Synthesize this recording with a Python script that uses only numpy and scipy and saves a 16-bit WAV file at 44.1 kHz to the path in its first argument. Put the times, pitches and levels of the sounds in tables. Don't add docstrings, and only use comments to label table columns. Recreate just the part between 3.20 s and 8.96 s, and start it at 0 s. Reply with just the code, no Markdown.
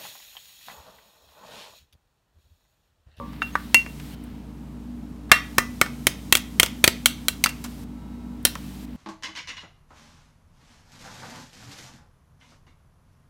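import sys
import numpy as np
from scipy import signal
from scipy.fft import rfft, irfft, next_fast_len
from scipy.io import wavfile
from scipy.ndimage import uniform_filter1d

SR = 44100
rng = np.random.default_rng(int(sys.argv[2]) if len(sys.argv) > 2 else 0)


def transcribe(u):
    v = np.clip(np.atleast_2d(u).T, -1, 1)
    q = np.round(v * 32767).astype(np.int16)
    wavfile.write(sys.argv[1], SR, q)


def volts_from_db(level):
    exponent = np.asarray(level, float) / 20
    return 10 ** exponent


N = 254085


def rms_one(x):
    return x / np.sqrt(np.mean(x ** 2) + 1e-20)


def in_time(rows):
    return np.interp(np.arange(N) / SR, *np.transpose(rows))


def at_hz(points, hz):
    table_hz, values = np.array(points).T
    return np.interp(np.log(hz + 1), np.log(table_hz), values)


def bandpass(x, low_hz, high_hz):
    return signal.sosfilt(signal.butter(2, [low_hz, high_hz], "band", fs=SR, output="sos"), x)


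def drift(rate_hz):
    r = np.exp(-2 * np.pi * rate_hz * 40 / SR)
    slow = signal.lfilter([1], [1, -2 * r, r * r], rng.standard_normal(N // 40 + 2002))[2000:]
    return np.interp(np.arange(N) / 40, np.arange(len(slow)), rms_one(slow))


def add(out, s, sound):
    at = round(s * SR)
    out[at:at + len(sound)] += sound[:N - at]


def modes(hz, db, t60, phase, length):
    t = np.arange(length)[:, None] / SR
    return (volts_from_db(db - 60 * t / t60) * np.sin(2 * np.pi * hz * t + phase)).sum(axis=1)


# f/Hz, level/dB per Hz
AIR_COLOUR = [(18, -34.5), (30, -18), (73, -9.5), (138, -5), (245, -1.5), (355, -15), (437, -14.5),
              (512, -20), (937, -21), (1590, -29.5), (1910, -30), (11700, -34.5), (15600, -40),
              (16300, -52.5)]
# f/Hz, level/dB rms
MAINS_LINES = [(59.3, -42.5), (296.1, -50)]
# f/Hz, level/dB rms
BUZZ_LINES = [(839.8, -72.5), (958.2, -70), (1319, -70.5), (1561, -79), (2159, -79), (2875, -81),
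              (3833, -74.5)]
# t/s, level/dB
BUZZ_LEVEL = [
    (0, 0),
    (4.6, -8),
    (4.8, 9),
    (5.2, 4.5),
    (5.76, -21),
]
# order (multiples of the shaft turning), level/dB
FAN_TONES = [(1.882, -56), (3.001, -48.5), (3.651, -58.5), (4, -48), (4.5, -53), (5, -42), (6, -55.5)]
FAN_HZ, AIR_DB = 48.15, -43


def hum():
    t = np.arange(N) / SR

    def line(hz, db):
        return volts_from_db(db + 3) * np.sin(2 * np.pi * (hz * t + rng.random()))

    out = sum(line(hz, db) for hz, db in MAINS_LINES)
    out += volts_from_db(in_time(BUZZ_LEVEL)) * sum(line(hz, db) for hz, db in BUZZ_LINES)
    shaft_angle = 2 * np.pi * np.cumsum(FAN_HZ * (1 + 0.0057 * drift(5.7))) / SR
    out += sum(volts_from_db(db + 1.5 + 3.12 * drift(4.1)) * np.sin(order * shaft_angle) for order, db in FAN_TONES)
    size = next_fast_len(N)
    colour = volts_from_db(at_hz(AIR_COLOUR, np.fft.rfftfreq(size, 1 / SR)))
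    air = irfft(rfft(rng.standard_normal(size)) * colour, size)[:N]
    return out + volts_from_db(AIR_DB) * rms_one(air)


# f/Hz, t60/s
ROOM_DECAY = [(200, 0.29), (1000, 0.32), (3000, 0.35), (6000, 0.27), (10000, 0.11), (15000, 0.23)]


def kitchen(x):
    t, edges = np.arange(SR // 2) / SR, np.geomspace(150, 17000, 11)
    tail = 0
    for low, high in zip(edges, edges[1:]):
        band = bandpass(rng.standard_normal(len(t)), low, high)
        tilt_db = 0.52 * np.log2(low / 2000)
        tail = tail + band * volts_from_db(tilt_db - 60 * t / at_hz(ROOM_DECAY, np.sqrt(low * high)))
    tail = tail * np.clip(t / 0.019, 0, 1) ** 2
    return signal.fftconvolve(x, tail / np.sqrt(np.sum(tail ** 2)))[:N]


# middle t/s, length t/s, level/dB
FINGER_SHIFTS = [
    (0.106, .15, -54.5),
    (.35, .25, -52.5),
    (1.0, .2, -55.5),
    (4.503, 0.059, -64.5),
    (5.4, 0.26, -60.5),
    (5.76, .1, -57),
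]
RESTING_DB, POWDER_DB = -64, -4


def rustle():
    t = np.arange(N) / SR
    shifts = sum(volts_from_db(db) * np.exp(-((t - s) / length) ** 2) for s, length, db in FINGER_SHIFTS)
    grains = rng.standard_normal(N) * volts_from_db(1.3 * drift(40.))
    coarse = rms_one(bandpass(grains, 1400, 4800))
    powder = rms_one(bandpass(grains, 5500, 16000))
    return (volts_from_db(RESTING_DB) + shifts) * (coarse + volts_from_db(POWDER_DB) * powder)


# f/Hz, level/dB, t60/s
LINGERING_MODES = [(487, -44, 0.35), (559, -34.5, 0.16), (935, -39.5, 0.29), (1017, -43, 0.2),
                   (1085, -37, 0.35), (1162, -34, 0.4)]
# t/s, f/Hz, level/dB, t60/s
SINGLE_RINGS = [(0.328, 6490, -47.5, .15), (.5446, 2045, -26, .18), (.5446, 2290, -24.5, .16),
                (0.921, 2940, -60, 0.89), (0.93, 3110, -55, 0.98), (2.1164, 1227, -26, 0.21),
                (2.3838, 1224, -25, 0.16), (2.1175, 1940, -22.5, 0.32), (2.3833, 1990, -28.5, 0.29),
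                (2.614, 1260, -34.5, .15), (5.2514, 3800, -27.5, 0.12), (5.2514, 4105, -28, 0.15)]
# f/Hz, level/dB, t60/s
RIM_BEAT = [(2739, -4, .31), (2743.8, -4, .31), (2741, -5, .1)]
# f/Hz, level/dB, t60/s
RIM_OTHERS = [(2150, -21.5, 0.1), (2370, -18, 0.047), (2340, -13.5, 0.1), (6570, -19.5, 0.089),
              (11200, -23.5, .1)]
# t/s, level/dB
RIM_STRIKES = [
    (0.2197, -26.5),
    (0.5446, -11.5),
    (2.1175, -18),
    (2.3833, -40),
    (3.1245, -28.5),
    (3.6778, -42.5),
    (3.8583, -38.5),
    (4.0839, -42),
    (4.2611, -35),
    (5.2514, -38.5),
]
# f/Hz, level/dB, t60/s
BASE_RESONANCES = [(1160, -17.5, 0.17), (1425, -14, 0.18), (1790, -6, 0.14), (1824, -0.5, 0.071),
                   (1990, -5, 0.069), (2148, -7, 0.1), (3160, -17.5, 0.21), (4060, -12.5, 0.13)]
# t/s, level/dB, tilt/dB per octave
BASE_STRIKES = [
    (0.3534, -31, -23.5),
    (2.1175, -11, 1),
    (2.3816, -18.5, -6),
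    (2.616, -21, -4),
    (2.8708, -44, 10.5),
    (3.1257, -35, -9.5),
    (3.399, -31.5, 1),
    (3.6765, -39.5, 10),
    (5.2532, -33, 5),
]
RIM_CAUGHT_S = .17


def rings():
    out, length = np.zeros(N), SR // 2
    add(out, 0, modes(*np.transpose(LINGERING_MODES), 0, length))
    for s, hz, db, t60 in SINGLE_RINGS:
        add(out, s, modes(hz, db, t60, 0, length))
    hz, level_db, t60 = np.transpose(RIM_BEAT + RIM_OTHERS)
    caught = np.exp(-(np.arange(length) / SR / RIM_CAUGHT_S) ** 4)
    for s, db in RIM_STRIKES:
        add(out, s, modes(hz, level_db + db, t60, 0, length) * caught)
    hz, level_db, t60 = np.transpose(BASE_RESONANCES)
    phases = 0.89 * rng.standard_normal((len(BASE_STRIKES), len(hz)))
    for (s, db, tilt_db), phase in zip(BASE_STRIKES, phases):
        struck_db = level_db + db + tilt_db * np.log2(hz / 1900)
        add(out, s, modes(hz, struck_db, t60, phase, length))
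    return out


# f/Hz, level/dB, t60/s
CAVITY_AND_HAND = [(370, -0.5, .025), (522, -1, .025), (288, 0, 0.005), (130, -11, .025)]


def thumps():
    out, (hz, level_db, t60) = np.zeros(N), np.transpose(CAVITY_AND_HAND)
    for (s, *_), (push_db, *_) in zip(FIRM_KNOCKS, DISH_ANSWERS):
        add(out, s, modes(hz, level_db + push_db, t60, 0, length=4000))
    return out


# f/Hz, level/dB
HELD_DISH = [(1200, 9), (1340, 0.5), (1510, -1.5), (1740, -1.5), (1940, 0.5), (2080, -11.5), (2210, 0),
             (2430, -2), (3000, -11), (3170, -1.5), (3340, -4.5), (3640, -2), (3980, 1.5), (4400, 3)]
# push on the hand level/dB, ring left level/dB, then three leading modes f/Hz
DISH_ANSWERS = [(-38, -2, 1528, 1357, 3700), (-39.5, 4.5, 1496, 1250, 1000),
                (-27.5, -1.5, 2056, 4371, 1000), (-30, 0.5, 1700, 1900, 1195),
                (-16, -0.5, 1937, 1100, 2700), (-14.5, -1.5, 2201, 1450, 3100), (-16, 0, 2200, 3143, 2400),
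                (-16.5, 0, 2600, 3278, 1100), (-22, -3, 3294, 2800, 1500), (-17, -2.5, 3181, 2134, 2454),
                (-18.5, -3, 3380, 5900, 1500), (-13.5, -3.5, 2427, 3300, 6300), (-12, -3, 1900, 4700, 3147),
                (-28.5, -2.5, 3200, 2217, 1450), (-34, 1, 4000, 2290, 1520), (-30.5, -3, 6200, 2212, 4900),
                (-41, 4, 1324, 4700, 8800), (-20, -5.5, 3994, 3660, 3133)]
LEAD_DB, PITCH_T60_S = [-12, -15.5, -18], 0.023
HELD_DB, REACH_DB_PER_OCTAVE2, SPOT_SPREAD_DB = -17.5, 15, 2


def pitches():
    out, t = np.zeros(N), np.arange(4000) / SR
    hz, level_db = np.transpose(HELD_DISH)
    build_up = 1 - np.exp(-t / 0.00018)
    chances = rng.standard_normal((len(FIRM_KNOCKS), 2, len(hz)))
    for knock, answer, (level_luck, phase_luck) in zip(FIRM_KNOCKS, DISH_ANSWERS, chances):
        s, db, pitch_hz, *_ = knock
        _, ring_db, *lead_hz = answer
        reach_db = HELD_DB - REACH_DB_PER_OCTAVE2 * np.log2(hz / pitch_hz) ** 2 + SPOT_SPREAD_DB * level_luck
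        ring = modes(hz, level_db + reach_db, PITCH_T60_S, 2 * phase_luck, length=len(t))
        ring += modes(np.array(lead_hz), np.array(LEAD_DB), PITCH_T60_S, 0, length=len(t))
        add(out, s, volts_from_db(db + ring_db) * ring * build_up)
    return out


BELOW_PITCH_DB_PER_OCTAVE, ABOVE_PITCH_DB = 9, -2
SOFTNESS_SHARE = 0.21


def clack_colour_db(db, pitch_hz, tick_db, hz):
    above_db = ABOVE_PITCH_DB + SOFTNESS_SHARE * tick_db
    return at_hz([(pitch_hz / 4, db + 0.5 - 2 * BELOW_PITCH_DB_PER_OCTAVE),
                  (pitch_hz, db - 4.5),
                  (1.6 * pitch_hz, db - 5.5 + above_db),
                  (9500, db + tick_db),
                  (16000, db + tick_db - 5.5)], hz)


# t/s, energy level/dB, pitch of the spot f/Hz, tick near 9 kHz relative level/dB, contact t/s
FIRM_KNOCKS = [(0.219, -4.5, 1700, -33.5, .0025), (0.3542, -5.5, 1310, -21, .005),
               (0.5447, 4, 2200, 0.5, .0055), (2.1159, 17.5, 2100, -9, .0084),
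               (2.383, 5, 1680, -3.5, .0025), (2.614, 5, 1800, -5, .004), (2.869, 5, 2550, -1, .0036),
               (3.1246, 7, 2695, 2, .0054), (3.1525, 2, 2833, 0, .0022), (3.398, 9, 2800, -1.5, .007),
               (3.431, 4, 2700, -2, .003), (3.641, 11.5, 2877, -2.5, .005), (3.6774, 6.5, 2476, -3.5, .005),
               (3.8584, 6.5, 2840, 2, .0033), (4.0833, -1.5, 3060, 2.5, .0033),
               (4.2396, 5, 3280, -3, .0025), (4.2604, -6.5, 2160, -5, .0025), (5.2512, 7, 3700, 2, .005)]
# t/s, energy level/dB, pitch f/Hz, tick relative level/dB, contact t/s
LIGHT_TOUCHES = [(0.131, -20.5, 1500, -16, 0.0077), (0.2272, -13.5, 2200, -15.5, 0.0032),
                 (0.6623, -13, 2200, -35, .0025), (0.7978, -19.5, 2400, -16.5, .012),
                 (1.0385, -41, 3900, 20.5, .012), (2.0948, -16.5, 1800, -17.5, .015),
                 (2.6617, -12.5, 1500, -19, .003), (3.1705, -7, 3280, 0, 0.0016),
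                 (3.4615, -7, 2600, -9, .0015), (4.2685, -3.5, 2300, -23, 0.0031),
                 (4.2904, -12.5, 2400, -5, 0.022), (4.4402, -12, 1300, -5.5, 0.035),
                 (5.229, -46.5, 4040, 21.5, 0.0043), (5.2696, -8.5, 2400, -8, 0.0029),
                 (5.3532, -8, 1380, -18.5, 0.0055)]


def clacks():
    out, edges, t = np.zeros(N), np.geomspace(500, 16200, 17), np.arange(4000) / SR
    blows = sorted(FIRM_KNOCKS + LIGHT_TOUCHES)
    contact = np.clip(np.array(blows)[:, 4:], .0007, .04)
    chatter, ringing = rng.standard_normal((len(blows), 2, 2, len(t))).transpose(1, 2, 0, 3)
    touch = 3.3 * np.minimum(1, .006 / contact.ravel())
    chatter[..., 2] = [touch, -touch]
    spikes = chatter * np.abs(chatter) ** .5
    sounds = 0
    for k, (low, high) in enumerate(zip(edges, edges[1:])):
        hz = np.sqrt(low * high)
        fading = t / (0.48 * contact) * (hz / 2500) ** 0.19
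        force = spikes[k % 2] * np.exp(-fading - (t / (1.8 * contact)) ** 4)
        after = ringing[k % 2] * volts_from_db(-8.5 - 60 * t / (0.047 + 15.0 / hz))
        band = bandpass(force + after, low, high)
        band = band / np.sqrt(np.sum(band ** 2, axis=1, keepdims=True))
        colour_db = [clack_colour_db(db, pitch, tick, hz) for _, db, pitch, tick, _ in blows]
        sounds = sounds + volts_from_db(colour_db)[:, None] * band
    for (s, *_), sound in zip(blows, sounds):
        add(out, s, sound)
    return out


def scene():
    hits, long = clacks() + thumps(), rings()
    background, short = hum() + rustle(), pitches()
    echo = volts_from_db(-19.5) * kitchen(hits + 0.62 * short + 0.15 * long)
    return (hits + short + long + echo + background)[None]


GATE_LEAD_S, GATE_HOLD_S, FRESH_AFTER_S = .004, .408, .025
GATE_OPEN_DB, GATE_SHUT_DB = 2.5, -9
GATE_DULL_SHARE = 0.19


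def gate_db():
    t, (s, _, _, tick_db, _) = np.arange(N) / SR, np.transpose(FIRM_KNOCKS)
    fresh = np.diff(s, prepend=0) > FRESH_AFTER_S
    opened = np.append(-1, s[fresh] - GATE_LEAD_S)
    dullness_db = np.minimum(np.append(0, tick_db[fresh]) + 9, 0)
    open_db = GATE_OPEN_DB + GATE_DULL_SHARE * dullness_db
    last = np.searchsorted(opened, t) - 1
    gain_db = np.where(t - opened[last] > GATE_HOLD_S, GATE_SHUT_DB, open_db[last])
    return uniform_filter1d(gain_db, size=250)


def band_limit(x):
    return signal.sosfilt(signal.butter(12, 16400, fs=SR, output="sos"), x)


def record(dry):
    dry = signal.sosfilt(signal.butter(4, 48, "high", fs=SR, output="sos"), dry)
    dry = dry - 0.29 * signal.lfilter(*signal.iirpeak(10500, 7., fs=SR), dry)
    bass = signal.filtfilt(*signal.butter(1, 2000, fs=SR), dry)
    gated = bass + volts_from_db(gate_db()) * (dry - bass)
    clipped = np.clip(gated, -1.03, 1.03)
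    return band_limit(clipped)


dry = scene()
out = record(dry)
transcribe(out)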